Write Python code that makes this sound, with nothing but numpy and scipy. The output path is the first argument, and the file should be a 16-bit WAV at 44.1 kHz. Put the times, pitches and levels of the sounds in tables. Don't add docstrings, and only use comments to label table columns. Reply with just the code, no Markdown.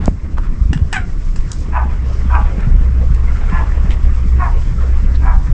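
import sys
import numpy as np
from scipy import signal
from scipy.fft import rfft, irfft, next_fast_len
from scipy.io import wavfile
from scipy.ndimage import uniform_filter1d, map_coordinates

SR = 44100
rng = np.random.default_rng(int(sys.argv[2]) if len(sys.argv) > 2 else 0)


def wrap_up_sound(samples):
    columns = np.atleast_2d(samples).T
    tamed = np.clip(columns, -1, 1)
    steps = np.round(tamed * 32767).astype(np.int16)
    wavfile.write(sys.argv[1], SR, steps)


N = 243873
TIME = np.arange(N) / SR


def amp(db):
    return 10 ** (np.asarray(db) / 20)


def unit(x):
    return x / np.sqrt(np.mean(x ** 2) + 1e-20)


def ramp(x, length):
    return np.clip(x / length, 0, 1)


def curves(rows):
    times, *columns = np.transpose(rows)
    return [np.interp(TIME, times, column) for column in columns]


def wobble(rate, size=N):
    knots = rng.standard_normal(size // 8 + 8)
    return map_coordinates(knots, [np.arange(size) * rate / SR], mode="wrap")


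def filtered(x, response):
    size = next_fast_len(len(x) + 8192)
    return irfft(rfft(x, size) * response(np.fft.rfftfreq(size, 1 / SR)), size)[:len(x)]


def lowpass(x, hz, steepness=4):
    return filtered(x, lambda f: 1 / (1 + (f / hz) ** steepness))


def coloured(x, points):
    hz, db = np.transpose(points)
    return unit(filtered(x, lambda f: amp(np.interp(np.log(f + 1), np.log(hz), db))))


def resonate(x, modes):
    return filtered(x, lambda f: sum(
        (-1) ** k * amp(db) * 1j * f * width / (hz * hz - f * f + 1j * f * width)
        for k, (hz, width, db) in enumerate(modes)))


def noise(points, size=N):
    return coloured(rng.standard_normal(size), points)


def patchy(x, depth_db, bands, frames):
    spectrum = signal.stft(x, nperseg=512)[2]
    swells = uniform_filter1d(rng.standard_normal(spectrum.shape), bands, 0)
    swells = unit(uniform_filter1d(swells, frames, 1))
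    return signal.istft(spectrum * amp(depth_db * swells), nperseg=512)[1][:len(x)]


def add(track, start_s, sound):
    start = round(start_s * SR)
    sound = sound[max(-start, 0):]
    part = track[max(start, 0):][:len(sound)]
    part += sound[:len(part)]


def echoes(x, t60_s, gap_s):
    t = TIME[:SR // 2]
    tail = rng.standard_normal(len(t)) * amp(-60 * t / t60_s) * (t > gap_s)
    return signal.fftconvolve(x, tail / np.linalg.norm(tail))[:len(x)]


def buzz(hz, rough, jitter, jitter_rate, uneven, harmonics):
    phase = 2 * np.pi * np.cumsum(hz * (1 + jitter * wobble(jitter_rate, len(hz)))) / SR
    pulses = sum(np.cos(k * phase) for k in range(1, harmonics + 1)) * np.sqrt(4 * hz / SR)
    pulses *= 1 + uneven * np.cos(phase / 3)
    puffs = unit(rng.standard_normal(len(hz)) * (1 + np.cos(phase)))
    return np.sqrt(1 - rough) * pulses + np.sqrt(rough) * puffs


def thump(hz, db, t60_s, sharpness):
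    t = TIME[:SR // 3]
    onset = 1 - np.exp(-(sharpness * hz * t) ** 2)
    return amp(db - 60 * t / t60_s) * onset * np.sin(2 * np.pi * hz * t)


def wind():
    # time_s, relative_buffet_db, relative_rumble_db
    strength = [(0.0, -22, -23), (.2, -26.5, -33.5), (.45, -18, -27.5), (0.91, -18.5, -30),
                (1.49, -23, -30.5), (2.8, -14, -30), (3.53, -17, -30.5), (4.13, -14.5, -30.5),
                (4.47, -16.5, -30.5), (5.53, -12, -29)]
    # freq_hz, gain_db
    buffet_colour = [(3, -22), (8, 1.5), (15, 8.5), (22, 12.5), (37, 12), (48, 4), (70, -5), (140, -69.5)]
    rumble_colour = [(40, -28), (72, 1.5), (95, -3.5), (125, -9), (185, -11.5), (330, -23.5), (600, -45.5),
                     (1300, -100)]
    buffet_db, rumble_db = curves(strength)
    gust_db = wobble(rate=4.5)
    buffets = amp(buffet_db + 3.5 + gust_db) * noise(buffet_colour)
    eddies = sum(noise(rumble_colour) * amp(3 * wobble(rate=22)) for _ in range(2))
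    return buffets + amp(rumble_db + 5.5) * unit(eddies)


def marina():
    # time_s, relative_wash_db, relative_hiss_db
    ambience = [(0.12, -46.5, -58), (1.59, -42.5, -49.5), (1.76, -41, -55), (2.39, -37, -51.5),
                (2.93, -40.5, -54), (3.57, -35.5, -49), (4.35, -40.5, -53), (4.48, -38.5, -49.5),
                (5.15, -40, -52)]
    # freq_hz, gain_db
    wash_colour = [(220, -9), (400, 2.5), (830, -8), (1080, -2.5), (1600, -6.5), (2100, -8), (2900, -16.5),
                   (4200, -28), (7000, -67)]
    hiss_colour = [(2000, -31.5), (3300, -1), (4100, -2), (5200, 3.5), (6200, 0), (7600, -0.5),
                   (8200, -6.5), (9000, -14), (11500, -58.5)]
    wash_db, hiss_db = curves(ambience)
    wash = patchy(noise(wash_colour), depth_db=2.5, bands=6, frames=10)
    wash *= amp(1.2 * wobble(rate=90))
    hiss = noise(hiss_colour) * amp(hiss_db - 1.5 + 1.4 * wobble(rate=24.99))
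    return unit(wash) * amp(wash_db + 1.5) + hiss


def engine():
    # firing_multiple, relative_db
    partials = [(1, 2), (1.6, -19.5), (1.79, -13.5), (2.7, -28.5)]
    firing_hz, waver_db = 63.04, 3.3
    faint_db, full_db, hum_rises_s, rise_length_s = -31.5, -15, 1.65, 0.087
    hum_db = faint_db + (full_db - faint_db) * ramp(TIME - hum_rises_s, rise_length_s)
    phase = 2 * np.pi * firing_hz * TIME
    hum = np.zeros(N)
    for multiple, db in partials:
        level = amp(db + waver_db * wobble(rate=8.7))
        hum += level * np.sin(multiple * (phase + 0.22 * wobble(rate=6.9)))
    return amp(hum_db) * unit(hum)


def scuffs():
    # start_s, length_s, relative_db, centre_hz, width_hz
    rubs = [(-.04, 0.17, -36.5, 880, 1300), (0.363, 0.027, -33, 1080, 890), (0.395, 0.098, -41, 1350, 910),
            (1.529, 0.15, -49, 5500, 3500), (1.977, 0.32, -52, 5200, 1990), (2.075, 0.06, -37.5, 514, 200),
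            (2.47, 0.15, -37, 495, 220), (2.546, 0.15, -40, 1550, 900), (2.96, 0.13, -35.5, 490, 280),
            (3.335, 0.07, -36.5, 1500, 810), (3.885, 0.075, -38, 2400, 1800),
            (4.769, 0.1, -38.5, 1250, 990), (4.804, 0.077, -33, 420, 261), (5.135, 0.043, -44, 4000, 1200)]
    out = np.zeros(N)
    for start_s, length_s, db, hz, width_hz in rubs:
        size = int(length_s * SR)
        grain = rng.standard_normal(size) * amp(2.5 * wobble(200, size))
        body = [(hz, width_hz, 0)]
        rub = unit(resonate(resonate(grain, body), body))
        add(out, start_s, amp(db + 1.5) * rub * np.hanning(size))
    return out


def door_clicks():
    # start_s, panel_db, panel_pitch_ratio, metal_db, t60_s
    contacts = [(0.058, -36, 1, -27, 0.0072), (.383, -19.5, 0.5, -47, 0.018),
                (0.7314, -17.5, 1, -29.5, 0.031), (.776, -27.5, 1, -53, 0.019),
                (0.9284, -16.5, 1, -23, 0.044), (1.360, -33.5, 0.96, -34, 0.042),
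                (1.517, -43, 0.64, -18, 0.016), (2.606, -31, .9, -39, 0.014),
                (3.147, -31.5, 1.5, -35, 0.0077), (3.499, -31, 0.98, -58, 0.021),
                (3.907, -24.5, 1.1, -44, .03)]
    # pitch_hz, width_hz, relative_db
    panel_modes = [(827, 150, 3.5), (1764, 160, 8.5), (2812, 170, 5.5)]
    # freq_hz, gain_db
    metal_colour = [(1800, -39), (3000, -10), (4200, -8.5), (5300, 2.5), (6200, -3), (7600, 2.5),
                    (9000, -16), (13000, -62.5)]
    rebound_s, rebound_db = 0.014, -16
    out, t = np.zeros(N), TIME[:SR // 5]
    for start_s, panel_db, pitch_ratio, metal_db, t60_s in contacts:
        panel = np.zeros(len(t))
        for hz, width_hz, db in panel_modes:
            drift = np.cumsum(rng.standard_normal(len(t))) * np.sqrt(2 * np.pi * width_hz / SR)
            panel += amp(db) * np.sin(2 * np.pi * hz * pitch_ratio * t + drift)
        ring = amp(panel_db) * unit(panel) + amp(metal_db) * noise(metal_colour, len(t))
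        strike = amp(-60 * t / t60_s)
        rebound = (t > rebound_s) * amp(rebound_db - 60 * np.abs(t - rebound_s) / t60_s)
        add(out, start_s, ring * (strike + rebound))
    return out + amp(-9.5) * echoes(out, t60_s=0.16, gap_s=0.0099)


def knock_and_bumps():
    # pitch_hz, level_db, t60_s
    hull_modes = [(575, 5.5, 0.0092), (211, 8.5, 0.018), (50, 8, 0.067)]
    # start_s, level_db, pitch_hz
    bumps = [(.612, 5.5, 49.7), (0.653, 4.5, 42.3), (0.693, 4.5, 65), (.705, -4, 170), (.727, -9.5, 269),
             (0.755, -0.5, 144), (.816, 6.5, 66.4), (1.384, 6.5, 24.8), (1.851, -13.5, 208),
             (2.252, -9.5, 193), (2.41, -12, 194), (2.579, -7.5, 175), (2.669, -0.5, 125.5),
             (2.742, 5, 38.3), (2.808, -7.5, 128), (2.894, -11, 149), (3.101, -2.5, 129), (3.524, -6, 179),
             (3.843, -6, 169), (3.894, -18, 340), (4.255, -11, 180), (4.715, -7.5, 142), (5.04, -10, 185),
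             (5.49, -3, 130)]
    out = np.zeros(N)
    knock = sum(thump(hz, db, t60_s, sharpness=4) for hz, db, t60_s in hull_modes)
    add(out, start_s=0.0793, sound=knock)
    for start_s, db, hz in bumps:
        t60_s = 0.071 * (98 / hz) ** 0.38
        add(out, start_s, thump(hz, db, t60_s, sharpness=4 if hz < 100 else 2))
    return out


def hinge():
    start_s, length_s, scrape_s = 0.9265, 0.15, 0.035
    attack_s, release_s, squeak_t60_s = 0.0049, 0.05, 0.089
    first_hz, settled_hz, slowing_s = 972, 685, 0.034
    scrape_db, squeak_db, coast_db = -22, -14, -38
    # freq_hz, gain_db
    hinge_colour = [(320, -66), (560, -26), (720, -0.5), (1050, -2), (1540, 5.5), (2350, -1), (3100, -10.5),
                    (3950, -17.5), (4400, -30), (7900, -21), (9000, -36), (12000, -71)]
    t = TIME[:int(length_s * SR)]
    slip_hz = settled_hz + (first_hz - settled_hz) * np.exp(-t / slowing_s)
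    free = (1 + np.tanh((t - scrape_s) / 0.0027)) / 2
    rough = 0.7 * (1 - free) + 0.15 * free
    slips = buzz(slip_hz, rough, jitter=0.012, jitter_rate=322, uneven=0.16, harmonics=13)
    slips *= amp(0.5 * wobble(260, len(t)))
    bright = coloured(slips, hinge_colour)
    coasting = ramp(t - 0.033, 0.024)
    tone = (1 - coasting) * bright + coasting * lowpass(bright, hz=2500)
    squeak_level = amp(squeak_db - 60 * np.maximum(t - scrape_s, 0) / squeak_t60_s) + amp(coast_db)
    level = (1 - free) * amp(scrape_db) + free * squeak_level
    level *= ramp(t, attack_s) * ramp(length_s - t, release_s)
    out = np.zeros(N)
    add(out, start_s, tone * level)
    return out + amp(-5.5) * echoes(out, t60_s=0.16, gap_s=0.005)


def throat(folds, formants_hz, progress):
    # width_hz, gain_db
    resonances = [(240, -1.5), (150, 1), (224, -4.5)]
    sink = [.2, 0.033, .1]
    # freq_hz, gain_db
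    carry = [(250, -25), (560, -5.5), (720, 7), (1000, 2.5), (2200, -1.5), (2600, -8.5), (3100, -14.5),
             (6000, -30)]
    closes_from = 0.53
    closing = ramp(progress - closes_from, 1 - closes_from)
    voice = np.zeros(len(folds))
    for shut in (0, 0.5, 1):
        centres_hz = np.array(formants_hz) * (1 - shut * np.array(sink))
        modes = [(hz, width_hz, db) for hz, (width_hz, db) in zip(centres_hz, resonances)]
        weight = np.sqrt(1 - ramp(np.abs(closing - shut), 0.5))
        voice += weight * coloured(resonate(folds, modes), carry)
    return voice


def dog():
    # start_s, length_s, relative_db, top_hz, droop_share, noise_share,
    # formant1_hz, formant2_hz, formant3_hz, relative_treble_db
    yaps = [(1.716, .13, -17.5, 329.9, .2, 0.33, 950, 1680, 2550, -5),
            (2.296, 0.13, -17, 327.7, .34, 0.68, 1026, 1526, 2490, -6.5),
            (3.504, 0.143, -21.5, 348.1, 0.11, 0.48, 1026, 1820, 2630, 0),
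            (4.381, .125, -18, 366.3, .28, 0.35, 1045, 1746, 2430, -4.5),
            (5.213, 0.16, -22, 333.4, 0.11, 0.35, 985, 1670, 2370, -4)]
    top, attack, release = 0.363, 0.36, 0.51
    out = np.zeros(N)
    for start_s, length_s, db, top_hz, droop, rough, *formants_hz, treble_db in yaps:
        progress = np.linspace(0, 1, int(length_s * SR))
        scoop = 0.0604 * ramp(top - progress, top) ** 2
        sag = droop * ramp(progress - top, 1 - top) ** 1.394
        pitch_hz = top_hz * (1 - scoop - sag)
        folds = buzz(pitch_hz, rough, jitter=0.022, jitter_rate=160, uneven=0.55, harmonics=10)
        folds *= amp(2 * wobble(131.3, len(folds)))
        folds += amp(-6) * echoes(folds, t60_s=0.06, gap_s=0.003)
        voice = throat(folds, formants_hz, progress)
        low = lowpass(voice, hz=1400, steepness=12)
        mouth_db = -0.5 - 11.5 * progress
        yap = unit(low) + amp(treble_db + mouth_db) * unit(voice - low)
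        effort_db = -16 * (1 - ramp(progress, attack)) - 18 * (1 - ramp(1 - progress, release))
        add(out, start_s, yap * amp(db + effort_db) * signal.windows.tukey(len(yap), 0.1))
    return out


def across_water(direct):
    slap = np.zeros(N)
    add(slap, start_s=0.044, sound=amp(-8.5) * lowpass(direct, hz=1800))
    boats = amp(-19.5) * echoes(direct, t60_s=0.28, gap_s=0.042)
    far_bank = amp(-23) * echoes(direct, t60_s=0.3, gap_s=0.12)
    return direct + slap + boats + far_bank


def far_calls():
    # start_s, length_s, level_db, pitch_hz
    calls = [(2.623, 0.044, -36.5, 1355), (3.259, 0.053, -38, 2053), (3.348, 0.03, -39, 1375),
             (4.084, 0.028, -38, 1146), (4.776, 0.026, -33.5, 1290)]
    waver_share = 0.044
    out = np.zeros(N)
    for start_s, length_s, db, hz in calls:
        size = int(length_s * SR)
        phase = 2 * np.pi * np.cumsum(hz * (1 + waver_share * wobble(150, size))) / SR
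        add(out, start_s, amp(db) * unit(np.sin(phase)) * np.hanning(size))
    return out + amp(-6) * echoes(out, t60_s=0.3, gap_s=0.015)


def scene():
    yapping = across_water(dog())
    close_by = hinge() + door_clicks() + scuffs() + knock_and_bumps()
    return (yapping + close_by + engine() + wind() + marina() + far_calls())[None]


def record(dry):
    ring_hz, dull_hz, band_limit_hz, fade_s = 7920, 9300, 15800, 0.004
    with_ring = dry[0] + resonate(dry[0], [(ring_hz, 28, 1.8)])
    rounded = with_ring / (1 + np.abs(with_ring) ** 12) ** (1 / 12)
    faded = rounded * ramp(TIME, fade_s) * ramp(TIME[-1] - TIME, fade_s)
    dulled = filtered(faded, lambda f: 1 / np.sqrt(1 + (f / dull_hz) ** 16))
    return filtered(dulled, lambda f: f < band_limit_hz)[None]


dry = scene()
out = record(dry)
wrap_up_sound(out)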